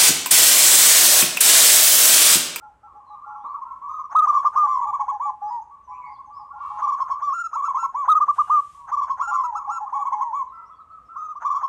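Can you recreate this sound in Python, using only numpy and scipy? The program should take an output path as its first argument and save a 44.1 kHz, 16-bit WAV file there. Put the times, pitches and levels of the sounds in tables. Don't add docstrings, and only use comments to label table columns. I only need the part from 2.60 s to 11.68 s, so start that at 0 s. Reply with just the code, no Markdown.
import sys
import numpy as np
from scipy import signal
from scipy.fft import rfft, irfft
from scipy.io import wavfile
from scipy.ndimage import uniform_filter1d, map_coordinates

SR = 44100
rng = np.random.default_rng(int(sys.argv[2]) if len(sys.argv) > 2 else 0)


def wrap_up_sound(samples):
    columns = np.atleast_2d(samples).T
    tamed = np.clip(columns, -1, 1)
    steps = np.round(tamed * 32767).astype(np.int16)
    wavfile.write(sys.argv[1], SR, steps)


N = 400428

# onset_s (before stretch), length_s, top_hz (before pitch ratio),
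# level_db (re bout), scoop (share of pitch), droop (share of pitch)
LOUD_SONG = [(0, .072, 1277, 2.1, .56, .08), (.07, .05, 1257, .4, .16, .12),
             (.124, .051, 1223, -.3, .37, .15), (.2, .045, 1182, .3, .3, .15),
             (.3, .05, 1213, .2, .42, .15), (.412, .12, 1228, -.8, .42, .1)]
BRISK_SONG = [(0, .052, 1189, 0, .35, .21), (.051, .05, 1186, 0, .32, .21),
              (.096, .048, 1152, -.5, .3, .22), (.18, .043, 1104, 1, .3, .22),
              (.279, .045, 1117, 0, .31, .22), (.395, .123, 1170, -2.8, .26, .13)]
HIGH_SONG = [(0, .074, 1396, -.5, .34, .08), (.066, .054, 1410, 2.5, .13, .08),
             (.125, .049, 1366, .8, .13, .15), (.228, .047, 1345, -.5, .4, .15),
             (.346, .054, 1360, -.5, .42, .14), (.489, .105, 1367, -1, .3, .06)]
MELLOW_SONG = [(0, .074, 1145, -2, .41, .15), (.068, .056, 1160, -2.5, .05, .1),
               (.128, .05, 1135, 1, .37, .26), (.194, .043, 1094, 2, .43, .28),
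               (.279, .05, 1112, 1.7, .42, .27), (.396, .12, 1159, -2.5, .36, .18)]


def undb(db):
    return 10 ** (np.asarray(db) / 20)


def unit(x):
    return x / np.sqrt(np.mean(x ** 2))


def add(out, start_s, x):
    i = max(int(start_s * SR), 0)
    out[i:i + len(x)] += x[:max(len(out) - i, 0)]


def noise(n):
    return rng.standard_normal(n)


def band(x, lo_hz, hi_hz, order=2):
    edges_hz = [lo_hz, min(hi_hz, .45 * SR)]
    return signal.sosfilt(signal.butter(order, edges_hz, "band", fs=SR, output="sos"), x)


def walk(n, rate_hz):
    knots = noise(int(n / SR * rate_hz) + 4)
    return map_coordinates(knots, [np.arange(n) / SR * rate_hz + 1], order=2)


def fade(u):
    return np.sin(np.pi / 2 * np.clip(u, 0, 1)) ** 2


def echo(x, wet_db, t60_s):
    t = np.arange(SR // 2) / SR
    tail = noise(len(t)) * undb(-60 * t / t60_s) * fade(t / 0.0093)
    wet = signal.fftconvolve(x, tail)
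    y = wet * undb(wet_db) * np.sqrt(np.sum(x ** 2) / np.sum(wet ** 2))
    y[:len(x)] += x
    return y * np.sqrt(np.sum(x ** 2) / np.sum(y ** 2))


def background(air_db=-66.6, rumble_db=-66.3, hum_db=-76, split_hz=180):
    # (relative, per Hz)
    spectrum = [(25, -18.5), (60, -0.5), (120, -8.5), (280, -11), (380, -14.5), (650, -11.5), (1200, -11.5),
                (1700, -20), (4400, -36), (8000, -34.5), (15000, -52)]
    # time_s, level_db (relative to its mean)
    rumble_swell = [(0.0, -68), (0.91, -72), (1.09, -70), (2.55, -65), (2.91, -70), (4.3, -64), (4.58, -68),
                    (5.0, -71), (6.27, -64), (7.28, -70), (8.19, -71), (9.08, -69)]
    t = np.arange(N) / SR
    f = np.arange(N // 2 + 1) * SR / N + 1
    hz, density_db = np.transpose(spectrum)
    colour = undb(np.interp(np.log(f), np.log(hz), density_db))
    rumble = unit(irfft(rfft(noise(N)) * colour * (f < split_hz), N))
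    air = unit(irfft(rfft(noise(N)) * colour * (f >= split_hz), N))
    swell_db = np.interp(t, *np.transpose(rumble_swell))
    rumble = rumble * undb(rumble_db + swell_db - swell_db.mean())
    hum = np.sin(2 * np.pi * 60 * t) * undb(hum_db + 2 * walk(N, 0.68))
    return hum + (air * undb(air_db) + rumble) * undb(1.5 * walk(N, 5))


def coos(bird, song):
    # bird, start_s, time_stretch, pitch_ratio, level_db
    bouts = [("loud", 1.543, .99, 1, -14.7), ("loud", 5.473, 1.013, 1, -14.2),
             ("brisk", 1.667, 1.01, 1, -20), ("brisk", 4.214, 1.005, 1, -20),
             ("brisk", 6.311, .997, 1, -20.3), ("brisk", 8.841, 1.01, 1, -20.3),
             ("high", 4.718, .912, 1, -28), ("high", 6.6, 1, 1, -29),
             ("mellow", 2.194, 1.005, 1.012, -23.3), ("mellow", 4.947, .985, 1, -22.5),
             ("mellow", 7.318, 1.01, .99, -22.5), ("thin", 1.272, .8, .99, -33.5),
             ("thin", 8.555, 1, 1, -32.5), ("deep", 2.022, .98, 1, -27.5), ("deep", 6.668, 1.06, 1, -28),
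             ("drawling", -.171, 1, 1, -42.5), ("drawling", 3.269, 1, 1, -40.5),
             ("far brisk", .836, .95, .98, -31), ("far brisk", 3.996, .92, .98, -30.5),
             ("far brisk", 6.985, .95, .97, -31.5), ("far mellow", .265, 1, 1, -48),
             ("far mellow", .494, .9, 1.04, -40.5), ("far mellow", 3.297, 1, 1.01, -39.5),
             ("far mellow", 3.755, 1, .99, -41), ("far high", .632, .85, .99, -46),
             ("far high", 3.9, 1, 1, -49), ("far high", 7.912, .78, .96, -42.7),
             ("far high", 8.48, .9, .97, -42)]
    notes = []
    for who, start_s, stretch, ratio, bout_db in bouts:
        if who != bird:
            continue
        for onset_s, length_s, hz, db, scoop, droop in song:
            note_s = start_s + stretch * onset_s
            if note_s >= 0:
                notes.append((note_s, length_s, hz * ratio, bout_db + db, scoop, droop))
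    return notes


def throat(hz, centre_hz, width_hz, cut_hz=850):
    return 1 / np.hypot(1, (hz - centre_hz) / width_hz) / np.hypot(1, (cut_hz / hz) ** 10)


def coo(voice, throat_hz, width_hz, half_db, rise_s, rough, length_s, top_hz, db, scoop, droop,
        rasp_db=-44, onset_rasp_db=-25):
    t = np.arange(int(length_s * SR)) / SR
    n = len(t)
    rise_s = min(rise_s, length_s / 2)
    rising = np.clip(1 - t / rise_s, 0, 1) ** 2
    falling = np.clip((t - rise_s) / (length_s - rise_s), 0, 1) ** 2
    sag = scoop * rising + droop * falling
    waver = 0.0071 * walk(n, 130) + rough * rising * walk(n, 700)
    phase = 2 * np.pi * np.cumsum(top_hz * (1 - sag + waver)) / SR
    swell = fade(t / .016) * fade((length_s - t) / 0.014)
    bloom = throat(top_hz * (1 - sag), throat_hz, width_hz) / throat(top_hz, throat_hz, width_hz)
    overtones = sum(undb(d + 2 * walk(n, 63)) * np.sin(k * phase) for k, d in enumerate(voice, 2))
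    undertone = undb(half_db + 3 * walk(n, 63)) * np.sin(phase / 2)
    tone = bloom * np.sin(phase) + (overtones + undertone) * undb(-45 * sag)
    rasp = unit(band(noise(n), 690, 1450, order=3))
    rasp = rasp * (undb(rasp_db) + undb(onset_rasp_db) * rising)
    return undb(db) * (swell * tone + np.sqrt(swell) * rasp) * np.sqrt(2)


def dove(notes, voice, rise_s, rough, wet_db, t60_s, throat_hz=1040, width_hz=280, half_db=-62):
    out = np.zeros(N)
    for start_s, *shape in notes:
        note = coo(voice, throat_hz, width_hz, half_db, rise_s, rough, *shape)
        add(out, start_s, echo(note, wet_db, t60_s))
    return out


def flock(lag_s=.05, blur_hz=1100, spread=0.14, blur_db=-9, scoop=.17, droop=.07, glide=.85):
    plain_voice = [-42.5, -60.5, -65.5, -54.5, -50, -56]
    # start_s, length_s, top_hz, level_db
    lone_coos = [(0, .076, 1393, -50), (.225, .076, 1355, -50), (1.383, .046, 1082, -30),
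                 (2.8, .12, 1180, -44), (3.1, .07, 1150, -43), (4.53, .075, 1170, -33),
                 (6.141, .13, 1143, -43.5), (7.827, .11, 1120, -44)]
    songs = coos("far brisk", BRISK_SONG) + coos("far mellow", MELLOW_SONG) + coos("far high", HIGH_SONG)
    calls = [(*note, glide * up, glide * down) for *note, up, down in songs]
    calls += [(*lone, scoop, droop) for lone in lone_coos]
    blurs = []
    for (start_s, length_s, _, db, *_), chance in zip(calls, rng.random((len(calls), 2, 2))):
        for late, detune in chance:
            hz = blur_hz * (1 + spread * (2 * detune - 1))
            blurs.append((start_s + lag_s * late, length_s, hz, db + blur_db, scoop, droop))
    return dove(calls + blurs, plain_voice, rise_s=.025, rough=.03, wet_db=-6, t60_s=0.54)


def near_doves():
    thin_song = [(0, .08, 1252, 0, .27, .04), (.06, .066, 1272, 1, .06, .06), (.123, .06, 1250, 1, .08, .1),
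                 (.195, .044, 1190, -1, .33, .1), (.275, .05, 1150, -3, .3, .1),
                 (.38, .11, 1210, -3, .3, .06)]
    deep_song = [(0, .072, 846, -3, .05, .03), (.04, .135, 1050, 4, .08, .07),
                 (.145, .095, 988, 3.3, .01, .08), (.232, .07, 846, -2, .02, .07),
                 (.377, .06, 846, 1, .05, .07), (.502, .061, 846, .5, .05, .07),
                 (.637, .075, 846, .5, .05, .07), (.806, .1, 846, .5, .06, 0),
                 (.893, .115, 965, 0, .02, .15)]
    drawling_song = [(0, .23, 1007, 1, .03, .03), (.012, .068, 846, -1, .05, .06),
                     (.188, .095, 850, -1, .02, .05), (.397, .057, 846, -3, .05, .06),
                     (.516, .065, 846, -.5, .05, .06), (.658, .072, 846, 1, .05, .06),
                     (.828, .19, 843, 3.7, .04, .015)]
    loud_voice = [-48, -62, -56, -44, -48, -64.5, -68]
    brisk_voice = [-42, -43, -48, -37, -41.5, -53.5, -57, -65]
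    high_voice = [-33, -42, -33.5, -21.5, -41.5, -41.5, -55, -69.5]
    mellow_voice = [-36.5, -45.5, -61, -49.5, -36.5, -50, -53, -71]
    thin_voice = [-46.5, -47, -48, -35.5, -47, -55]
    low_voice = [-39, -54, -60, -64.5, -58, -45, -55]
    low = dove(coos("deep", deep_song) + coos("drawling", drawling_song), low_voice,
               rise_s=.033, rough=0.035, wet_db=-10, t60_s=0.5, half_db=-51)
    thin = dove(coos("thin", thin_song), thin_voice, rise_s=0.035, rough=.012, wet_db=-12, t60_s=0.18,
                throat_hz=960, width_hz=140)
    loud = dove(coos("loud", LOUD_SONG), loud_voice, rise_s=0.028, rough=0.032, wet_db=-16, t60_s=0.31,
                throat_hz=1170)
    brisk = dove(coos("brisk", BRISK_SONG), brisk_voice, rise_s=.025, rough=0.075, wet_db=-6, t60_s=0.14,
                 half_db=-50)
    mellow = dove(coos("mellow", MELLOW_SONG), mellow_voice, rise_s=0.048, rough=0.015, wet_db=-9.5,
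                  t60_s=0.24, throat_hz=980, width_hz=190, half_db=-41)
    high = dove(coos("high", HIGH_SONG), high_voice, rise_s=0.04, rough=0.018, wet_db=-14, t60_s=0.31,
                throat_hz=1080, width_hz=65)
    return low + thin + overload(loud) + brisk + mellow + high


def hiss(doves, follow_db=-58, hiss_hz=5600, mid_db=-2, low_db=-51):
    # start_s, length_s, level_db
    hiss_swells = [(1.53, .6, -74), (4.0, .5, -79), (5.7, .57, -64.5)]
    attack_s, sag_db_per_s, release_s = .06, 9, .25
    t = np.arange(N) / SR
    effort = np.sqrt(np.abs(uniform_filter1d(doves ** 2, size=4000)))
    swells = np.zeros(N)
    for start_s, length_s, db in hiss_swells:
        level = undb(db - sag_db_per_s * np.clip(t - start_s, 0, length_s))
        release = fade((start_s + length_s - t) / release_s + 1 / 2)
        swells += level * fade((t - start_s) / attack_s) * release
    treble = unit(band(noise(N), hiss_hz, 9600)) + undb(mid_db) * unit(band(noise(N), 1400, 3800))
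    low = unit(band(noise(N), 260, 720)) * undb(low_db) * effort
    return low + treble * (swells + undb(follow_db) * effort) * undb(2 * walk(N, 8.1))


def bumps(decay_s=.035):
    # start_s, level_db (before the envelope)
    knocks = [(.325, -58), (.835, -55)]
    out, t = np.zeros(N), np.arange(SR // 4) / SR
    for start_s, db in knocks:
        thud = unit(band(noise(len(t)), 230, 650))
        add(out, start_s, thud * fade(t / .005) * np.exp(-t / decay_s) * undb(db))
    return out


def whistle(length_s, pitches_hz, db, rough):
    u = np.linspace(0, 1, int(length_s * SR))
    glide_hz = np.polyval(np.polyfit([0, .5, 1], pitches_hz, 2), u)
    hz = glide_hz * (1 + rough * walk(len(u), 600))
    tone = np.sin(2 * np.pi * np.cumsum(hz) / SR) * np.sin(np.pi * u)
    return echo(tone * np.sqrt(2) * undb(db), wet_db=-5.5, t60_s=0.39)


def small_birds(count=7, twitter_hz=4600, spread=.3, glide=.1, twitter_s=.04):
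    # start_s, length_s, first_hz, middle_hz, last_hz, level_db, roughness (share of pitch)
    chirps = [(0.454, 0.11, 4300, 3970, 3790, -70.5, .011), (.77, 0.198, 2900, 3920, 5036, -76, .011),
              (2.866, 0.08, 4600, 5100, 4500, -63.5, .015), (3.013, 0.023, 5646, 6430, 7160, -65, .011),
              (3.31, 0.091, 2300, 2350, 2714, -59, .045), (3.407, .13, 2200, 2196, 2028, -50.5, .03),
              (3.51, 0.068, 4600, 4700, 3860, -67, .03), (3.726, 0.11, 4400, 5250, 4300, -65.5, .011),
              (5.754, 0.24, 2850, 2860, 2798, -63, .008), (7.89, 0.25, 1990, 2000, 1980, -67, .004),
              (8.05, .04, 4900, 5500, 6100, -73, .011), (8.11, .07, 3450, 3380, 3330, -73, .015)]
    # start_s, length_s, level_db
    twitters = [(3.2, .5, -73), (7.85, .65, -77)]
    out = np.zeros(N)
    for start_s, length_s, first_hz, middle_hz, last_hz, db, rough in chirps:
        add(out, start_s, whistle(length_s, [first_hz, middle_hz, last_hz], db, rough))
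    for start_s, length_s, db in twitters:
        for k, (late, pitch, *bend) in enumerate(rng.uniform(-1, 1, (count, 5))):
            hz = twitter_hz * (1 + spread * pitch) * (1 + glide * np.array(bend))
            add(out, start_s + length_s * (k + late / 2) / count, whistle(twitter_s, hz, db, rough=.012))
    return out


def overload(x, ceiling_db=-9.5, share=.8):
    ceiling = undb(ceiling_db)
    return x + share * (np.clip(x, -ceiling, ceiling) - x)


def puffs(notes, puff_db, width_s=0.011, sizzle_db=-27):
    slur_gap_s, rest_gap_s = .015, .5
    out, last_end_s = np.zeros(N), -np.inf
    t = np.arange(-SR // 25, SR // 25) / SR
    for start_s, length_s, _, db, *_ in notes:
        gap_s, last_end_s = start_s - last_end_s, start_s + length_s
        if gap_s <= slur_gap_s:
            continue
        lead_s, push_db = (.014, 5.5) if gap_s > rest_gap_s else (.002, 0)
        air = noise(len(t))
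        husk = unit(band(air, 780, 1358, order=3)) + undb(sizzle_db) * unit(band(air, 6100, 6700))
        puff = husk * np.exp(-.5 * (t / width_s) ** 2) * undb(db + puff_db + push_db)
        add(out, start_s - lead_s + t[0], puff)
    return out


def lead_in_puffs():
    return (puffs(coos("loud", LOUD_SONG), puff_db=-27.5) + puffs(coos("brisk", BRISK_SONG), puff_db=-18)
            + puffs(coos("mellow", MELLOW_SONG), puff_db=-27) + puffs(coos("high", HIGH_SONG), puff_db=-20))


def far_cry(db=-64.5, throat_hz=2450, width_hz=520):
    # start_s, length_s, pitch_hz
    cry = (3.95, .5, 460)
    start_s, length_s, hz = cry
    u = np.linspace(0, 1, int(length_s * SR))
    waver = 0.0067 * walk(len(u), 4.1) + 0.018 * walk(len(u), 250)
    phase = 2 * np.pi * np.cumsum(hz * (1 + waver)) / SR
    reed = sum(np.sin(k * phase) / np.hypot(1, (k * hz - throat_hz) / width_hz) for k in range(1, 16))
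    out = np.zeros(N)
    add(out, start_s, echo(reed * fade(5 * u) * fade(2 * (1 - u)) * undb(db), wet_db=-7, t60_s=.3))
    return out


def scene():
    doves = flock() + near_doves() + lead_in_puffs()
    return (background() + doves + hiss(doves) + bumps() + small_birds() + far_cry())[None]


def record(dry):
    top_hz = 15500
    return signal.sosfilt(signal.ellip(8, .2, 80, top_hz, fs=SR, output="sos"), dry)


dry = scene()
out = record(dry)
wrap_up_sound(out)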